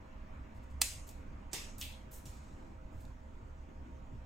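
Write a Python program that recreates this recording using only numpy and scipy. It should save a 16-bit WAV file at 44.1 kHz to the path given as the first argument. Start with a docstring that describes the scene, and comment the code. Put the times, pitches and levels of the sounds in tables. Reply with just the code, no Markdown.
"""Nail clippers at a dog's paw, close to the microphone in a small hard-walled room.
Faint strokes of friction hiss lead to the snap: a run of noise cracks, with decaying sines as the ringing jaws.
Then the tool clicks and scrapes in the hand (coloured noise bursts and hiss), and fingers brush the fur.
Dull bumps of muffled noise are the dog shifting its weight; the rustle of fur holds, then settles.
Ventilation lies under it all: shaped noise, duct resonances and wavering fan tones."""
import sys
import numpy as np
from scipy import signal
from scipy.fft import rfft, irfft, next_fast_len
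from scipy.io import wavfile
from scipy.ndimage import uniform_filter1d

SR = 44100
rng = np.random.default_rng(int(sys.argv[2]) if len(sys.argv) > 2 else 0)


def wav_record(signal):
    """Record a signal, one row per channel, as 16-bit PCM in the file named by sys.argv[1]."""
    frames = np.transpose(np.atleast_2d(signal))
    bounded = np.clip(frames, -1, 1)
    # unit amplitude maps onto the largest positive 16-bit level
    quanta = np.round(bounded * 32767).astype(np.int16)
    wavfile.write(sys.argv[1], SR, quanta)


N = 187583

# The nail gives way in a quick run of cracks: (time [s], level [dB])
NAIL_CRACKS = [(0.8115, -36.5), (0.815, -28.5), (0.8162, -17), (0.8177, -13.5), (0.8186, -20.5),
               (0.8192, -18.5), (0.822, -26)]
# Spectrum of each crack: (frequency [Hz], relative level [dB])
CRACK_COLOUR = [(200, -46), (550, -38), (730, -10.5), (1000, -15.5), (1500, -9), (2200, -10.5), (3000, -5),
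                (4400, -1), (6200, -7.5), (8000, 4), (10000, -9.5), (12500, -9), (14000, -9), (16000, -8.5)]
# Ringing of the released jaws: (frequency [Hz], relative level [dB], t60 [s])
JAW_MODES = [(790, -12, 0.024), (1989, -9.5, .03), (2640, -9.5, 0.056), (4160, -4.5, 0.028),
             (4860, -1.5, 0.034), (5970, -8.5, 0.046), (6620, -7, .04), (7400, -5, 0.047),
             (8320, 1.5, 0.025), (8950, -1, .025), (9570, -10.5, .035), (10030, -8.5, .03),
             (10500, -11, 0.017), (14200, -10, .02), (14800, -11.5, .025), (15300, -7, .02)]
# Spectrum of the snap as the walls return it: (frequency [Hz], relative level [dB])
SNAP_ECHO_COLOUR = [(200, -27), (700, -15), (1500, -13), (2000, -6), (2700, -1), (3700, -3), (5000, -3.5),
                    (6500, 0), (8000, -.5), (10000, -5), (11200, -10), (13800, -8), (16000, -14)]


def snap(ring_db=-22, crack_t60_s=0.0069, ring_rise_s=0.0014, echo_db=-33.5, ring_room_db=-19):
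    """The nail cracks through, the released jaws ring in decaying modes, and the room answers."""
    cracks, jaws = np.zeros(N), np.zeros(N)
    for start_s, level_db in NAIL_CRACKS:
        add(cracks, start_s, amp(level_db) * burst(crack_t60_s, CRACK_COLOUR))

    release_s = NAIL_CRACKS[1][0]  # the second crack frees the jaws
    t = np.arange(SR // 4) / SR
    ring = np.zeros(len(t))
    for hz, level_db, t60_s in JAW_MODES:
        sine = np.sin(2 * np.pi * (hz * t + rng.random()))
        ring += amp(level_db) * decay(t, t60_s) * sine
    onset = 1 - np.exp(-t / ring_rise_s)
    add(jaws, release_s, amp(ring_db) * ring * onset)

    out = direct(cracks + jaws) + amp(ring_room_db) * room(jaws)
    add(out, release_s, amp(echo_db) * echo(SNAP_ECHO_COLOUR))
    return out


# Clicks of the jaws, spring and handles: (time [s], level [dB], t60 [s], thud [dB], body [dB], top [dB],
# echo level [dB], left minus right [dB])
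TOOL_CLICKS = [(1.0898, -48.5, 0.035, -12, -9.5, 0, -70.5, 1),
               (1.5316, -34.5, 0.053, 4, -4, -8, -39.5, -5.5),
               (1.5390, -45, 0.067, 18.5, 12, -10, -41.5, -1), (1.783, -51, 0.036, -23, -6.5, 13, -67, -13),
               (1.8134, -30.5, 0.0081, -12, 3, -15, -51, -2), (1.8176, -41, 0.089, -4, 16.5, 4.5, -43.5, 3),
               (2.128, -54, 0.033, -11, -24, 5, -54.5, 3), (2.2552, -52.5, 0.051, 7, 0, -2.5, -55, -1),
               (3.0522, -58.5, .018, -10, 3, -8, -72.5, 3)]
# Spectrum shared by all clicks: (frequency [Hz], relative level [dB])
TOOL_COLOUR = [(100, -12), (220, -9), (370, -4), (560, -13.5), (800, -8), (1500, -13), (2400, -5),
               (3800, -1.5), (4800, -1.5), (6500, 0.5), (8000, 0), (10500, -6.5), (12500, -4.5),
               (15500, -6.5)]


def clicks(thud_hz=450, body_hz=3350, mid_hz=5600, top_hz=13500):
    """Each knock stresses other parts of the tool, and so has its own colour."""
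    out = np.zeros((2, N))
    for start_s, level_db, t60_s, thud_db, body_db, top_db, echo_db, pan_db in TOOL_CLICKS:
        stress = [(thud_hz, thud_db), (body_hz, body_db), (mid_hz, 0), (top_hz, top_db)]
        sides = amp([[level_db + pan_db / 2], [level_db - pan_db / 2]])
        add(out, start_s, sides * direct(burst(t60_s, TOOL_COLOUR, stress)))
        add(out, start_s, amp(echo_db) * echo(TOOL_COLOUR, stress))
    return out


# Strokes of blade on nail, metal on metal and fingers on fur:
# (time [s], length [s], level [dB], top [dB], level change from start to end [dB])
STROKES = [(0.54, 0.051, -78, -4, 4), (0.627, 0.023, -75, -7, 0), (0.697, 0.035, -76, -7, -2),
           (1.065, 0.06, -62, 1, -2.5), (1.51, 0.042, -60.5, -20, 9.5), (1.777, 0.043, -50.5, 7.5, 12),
           (2.105, 0.093, -60.5, 8, -6.5), (2.302, 0.1, -70.5, -12, 3), (2.36, 0.43, -77, -15, -17),
           (2.90, 0.17, -79.5, -1.5, 4), (2.998, 0.03, -70.5, 0.5, -1.5)]
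# Spectrum of the friction hiss: (frequency [Hz], relative level [dB])
RUB_COLOUR = [(300, -23.5), (2000, -10.5), (4000, -3), (5500, -3.5), (7500, 1), (11000, -9), (13000, -0.5),
              (16000, -9)]


def rubs(grain_db=1.5, slip_hz=450, mid_hz=7500, top_hz=13500, taper=0.36):
    """Friction hiss, made grainy by tiny slips."""
    out = np.zeros(N)
    for start_s, length_s, level_db, top_db, change_db in STROKES:
        grain = amp(grain_db * drift(SR, slip_hz))
        hiss = noise(SR, RUB_COLOUR, [(mid_hz, 0), (top_hz, top_db)]) * grain
        count = round(length_s * SR)
        stroke = evened(hiss[:count] * amp(np.linspace(0, change_db, count)))
        add(out, start_s, amp(level_db) * stroke * signal.windows.tukey(count, taper))
    return out


# The dog shifts its weight with soft, dull bumps: (time [s], length [s], level [dB])
WEIGHT_SHIFTS = [(1.121, 0.12, -61.5), (1.283, 0.08, -58), (2.398, 0.45, -57), (2.781, 0.28, -60.5),
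                 (3.66, 0.088, -54.5), (3.768, 0.23, -57.5)]
# Muffling of a shift against the rustle: (frequency [Hz], gain [dB])
SHIFT_DULLING = [(350, 1), (700, -13)]


def shifts():
    """Each shift of the dog is one smooth swell of muffled rustle."""
    out = np.zeros((2, N))
    for start_s, length_s, level_db in WEIGHT_SHIFTS:
        count = round(length_s * SR)
        rustle = evened(diffuse(SR, SHUFFLE_COLOUR, SHIFT_DULLING)[:, :count])
        add(out, start_s, amp(level_db) * np.hanning(count) * rustle)
    return out


# Spectrum of fur and sleeves, also under the shifts: (frequency [Hz], relative level [dB])
SHUFFLE_COLOUR = [(80, -13), (170, -6), (290, 1), (450, -13), (1000, -4.5), (1600, -12), (2400, -14),
                  (4000, -31.5), (9000, -48)]
# The fur rustles while the paw is handled, then settles once it is held still
RUSTLE_DB, SETTLE_AT_S, SETTLE_DB_PER_S, SETTLED_DB = -62.5, 2.4, 16, -68.5


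def shuffle(uneven_db=1.1, uneven_hz=10, patchy_db=2.5):
    """Soft, uneven rustle of fur and sleeves: it holds, then dies down to a faint rest."""
    settling_s = np.maximum(np.arange(N) / SR - SETTLE_AT_S, 0)
    level_db = np.maximum(RUSTLE_DB - SETTLE_DB_PER_S * settling_s, SETTLED_DB)
    rustle = mottle(diffuse(N, SHUFFLE_COLOUR), patchy_db)
    return amp(level_db + uneven_db * drift(N, uneven_hz)) * rustle


# Spectrum of the air noise: (frequency [Hz], relative level per Hz [dB])
AIR_COLOUR = [(15, -3.5), (28, 0.5), (38, -4), (66, -3), (100, -7.5), (160, -16), (250, -16), (400, -25.5),
              (950, -26.5), (2200, -38.5), (4700, -49.5), (6800, -47.5), (9000, -58), (10200, -71),
              (13500, -62)]
# Duct resonances driven by the air: (frequency [Hz], width [Hz], level [dB])
DUCT_MODES = [(67.5, 18, -56), (218.2, 9.1, -69), (266.3, 24, -70), (28, 12, -60)]
# Centres of the swells of the first duct resonance: (time [s])
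SURGE_TIMES = [.7, 3.75]
# Fan tones: (frequency [Hz], level before the hum trim [dB])
FAN_TONES = [(522.2, -69), (635.2, -70), (807.5, -78.5), (925.9, -71.5)]
# Stereo lean of the ventilation: (frequency [Hz], left minus right [dB])
AIR_LEAN = [(60, -3), (110, 2.5), (200, -3.5), (380, -1), (700, 0), (1290, -5.5), (2380, -2.5), (4400, 0),
            (8120, -0.5), (15000, 0.5)]
SURGE_DB, SURGE_WIDTH_S, LULL_DB = 6.5, .25, -1.03  # swell height, its half width, trim between swells


def ventilation(air_db=-50, patchy_db=2.5, hum_trim_db=-2, waver=0.48, waver_hz=9, fade_s=.004):
    """Air noise, the duct resonances that it excites, and the wavering tones of the fan."""
    out = amp(air_db) * mottle(diffuse(N, AIR_COLOUR), patchy_db)
    t = np.arange(N) / SR
    surge = sum(np.exp(-((t - centre_s) / SURGE_WIDTH_S) ** 2) for centre_s in SURGE_TIMES)
    for k, (hz, width_hz, level_db) in enumerate(DUCT_MODES):
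        surge_db = LULL_DB + SURGE_DB * surge if k == 0 else 0
        out += amp(level_db + surge_db) * tone(hz, wander(width_hz / 2))
    for hz, level_db in FAN_TONES:
        swing = np.sqrt(2) + waver * wander(waver_hz)
        out += amp(level_db + hum_trim_db) * tone(hz, swing)
    fade = signal.windows.tukey(N, 2 * fade_s * SR / N)  # in and out
    return lean(out * fade, AIR_LEAN)


# Stereo lean of the near sound: (frequency [Hz], left minus right [dB])
NEAR_BALANCE = [(100, 5), (380, -2), (1300, -1), (4400, 0), (8100, -4.5), (11000, -4.5), (15000, 5.5)]
# Echoes off the hand, the paw and the nearest wall: (delay [s], left gain [factor], right gain [factor])
EARLY_ECHOES = [(.0007, 0.098, -.14), (.0031, -0.059, 0.12), (.0094, .12, .05)]


def direct(x):
    """The near sound leans left or right by band, and surfaces close by return early echoes."""
    out = lean(x, NEAR_BALANCE)
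    for delay_s, left, right in EARLY_ECHOES:
        add(out[0], delay_s, left * x)
        add(out[1], delay_s, right * x)
    return out


# Spectrum of the room's answer: (frequency [Hz], relative level [dB])
ROOM_COLOUR = [(200, 7), (3000, 3), (7500, -2), (16000, -8)]


def room(x):
    """Any sound as it comes back from the walls, convolved with a dense tail."""
    tail = echo(ROOM_COLOUR)
    tail = tail / np.linalg.norm(tail[0])
    return signal.fftconvolve(x[None], tail, axes=1)[:, :N]


# Reverberation time of the room: (frequency [Hz], t60 [s])
ROOM_T60 = [(200, .25), (800, 0.31), (1900, 0.56), (3000, 0.41), (6500, 0.47), (9000, 0.42), (12000, 0.37),
            (16000, 0.25)]


def echo(*colours, delay_s=.002, build_s=.004, patchy_db=3.0):
    """The dense tail that hard walls make of a blow; each band dies at its own rate."""
    hz, t, bands = signal.stft(mottle(diffuse(SR, *colours), patchy_db), SR, nperseg=256)
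    tail = signal.istft(bands * decay(t, read(ROOM_T60, hz)[:, None]), SR)[1]
    since_s = np.maximum(np.arange(tail.shape[1]) / SR - delay_s, 0)
    return tail * (1 - np.exp(-since_s / build_s))


# Left-right correlation of the diffuse sound, set by band: wide in the middle, nearly mono above 7 kHz:
# (frequency [Hz], correlation [-1 to 1])
STEREO_LIKENESS = [(60, 0.98), (140, 1), (320, .7), (680, -0.06), (1400, -0.22), (2800, 0.37),
                   (4500, 0.088), (6100, .25), (6900, .94), (14000, 1)]


def diffuse(count, *colours):
    """Stereo noise whose left-right likeness follows a table, band by band."""
    a, b = rfft(noise(count, *colours)), rfft(noise(count, *colours))
    same = np.clip(read(STEREO_LIKENESS, np.fft.rfftfreq(count, 1 / SR)), -1, 1)
    return irfft(np.array([a, same * a + np.sqrt(1 - same ** 2) * b]), count)


def tone(hz, swing):
    """A tone with complex amplitude swing; a phase shift on the right sets its left-right likeness."""
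    shift = np.arccos(np.clip(read(STEREO_LIKENESS, hz), -1, 1)) * np.array([[0], [1]])
    return (swing * np.exp(1j * (2 * np.pi * hz * np.arange(N) / SR + shift))).real


def mottle(x, patchy_db, size=512):
    """Random gains lift and sink small patches of time and frequency, alike on both sides."""
    bands = signal.stft(x, nperseg=size)[2]
    field = rng.standard_normal(bands.shape[1:])
    field = uniform_filter1d(field, size=3, axis=0)  # smooth over frequency
    field = uniform_filter1d(field, size=10, axis=1)  # smooth over time
    gain = evened(amp(patchy_db * evened(field)))
    return signal.istft(bands * gain)[1][:, :x.shape[1]]


def lean(x, balance):
    """Tips a sound to the left or right, band by band."""
    count = x.shape[-1]
    size = next_fast_len(2 * count)
    half_db = read(balance, np.fft.rfftfreq(size, 1 / SR)) / 2
    return irfft(rfft(x, size) * amp([half_db, -half_db]), size)[:, :count]


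def burst(t60_s, *colours, size=8192, rise_s=.0002):
    """A blow into many close, quickly dying modes, made as decaying noise."""
    t = np.arange(size) / SR
    return noise(size, *colours) * decay(t, t60_s) * (1 - np.exp(-t / rise_s))


def decay(t, t60_s):
    """Exponential fall of 60 dB in t60_s seconds."""
    return np.exp(-np.log(1000) * t / t60_s)


def noise(count, *colours):
    """Noise of rms 1 whose spectrum is the sum of some dB tables."""
    hz = np.fft.rfftfreq(count, 1 / SR)
    phase = np.exp(2j * np.pi * rng.random(len(hz)))
    level_db = sum(read(colour, hz) for colour in colours)
    return evened(irfft(phase * amp(level_db), count))


def drift(count, hz):
    """Random wavering of rms 1, up to about hz."""
    size = next_fast_len(count)
    f = np.fft.rfftfreq(size, 1 / SR)
    spectrum = rfft(rng.standard_normal(size)) * np.exp(-(f / hz) ** 2)
    return evened(irfft(spectrum, size)[:count])


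def wander(hz):
    """Complex wavering of a tone's strength and phase."""
    return drift(N, hz) + 1j * drift(N, hz)


def amp(db):
    """Decibels to gain."""
    return 10 ** (np.asarray(db) / 20)


def evened(x):
    """Scaled to rms 1."""
    return x / np.sqrt(np.mean(x ** 2) + 1e-20)


def read(points, hz):
    """A table of (frequency [Hz], value) joined by straight lines over log frequency."""
    f, value = np.transpose(points)
    return np.interp(np.log(hz + 1), np.log(f + 1), value)


def add(mix, start_s, sound):
    """Mixes a sound in at start_s, cut off at the end of the mix."""
    part = mix[..., round(start_s * SR):][..., :sound.shape[-1]]
    part += sound[..., :part.shape[-1]]


def scene(rub_room_db=-2):
    """Snap, clicks and rubs, near and off the walls, over the dog's stirring and the ventilation."""
    rub = rubs()
    tool = snap() + clicks() + direct(rub) + amp(rub_room_db) * room(rub)
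    return tool + shifts() + shuffle() + ventilation()


def record(dry, edge_hz=15900):
    """The recorder's band limit, a steep lowpass."""
    lowpass = signal.firwin(511, edge_hz, window=("kaiser", 9), fs=SR)
    return signal.oaconvolve(dry, lowpass[None], "same")


dry = scene()
out = record(dry)
wav_record(out)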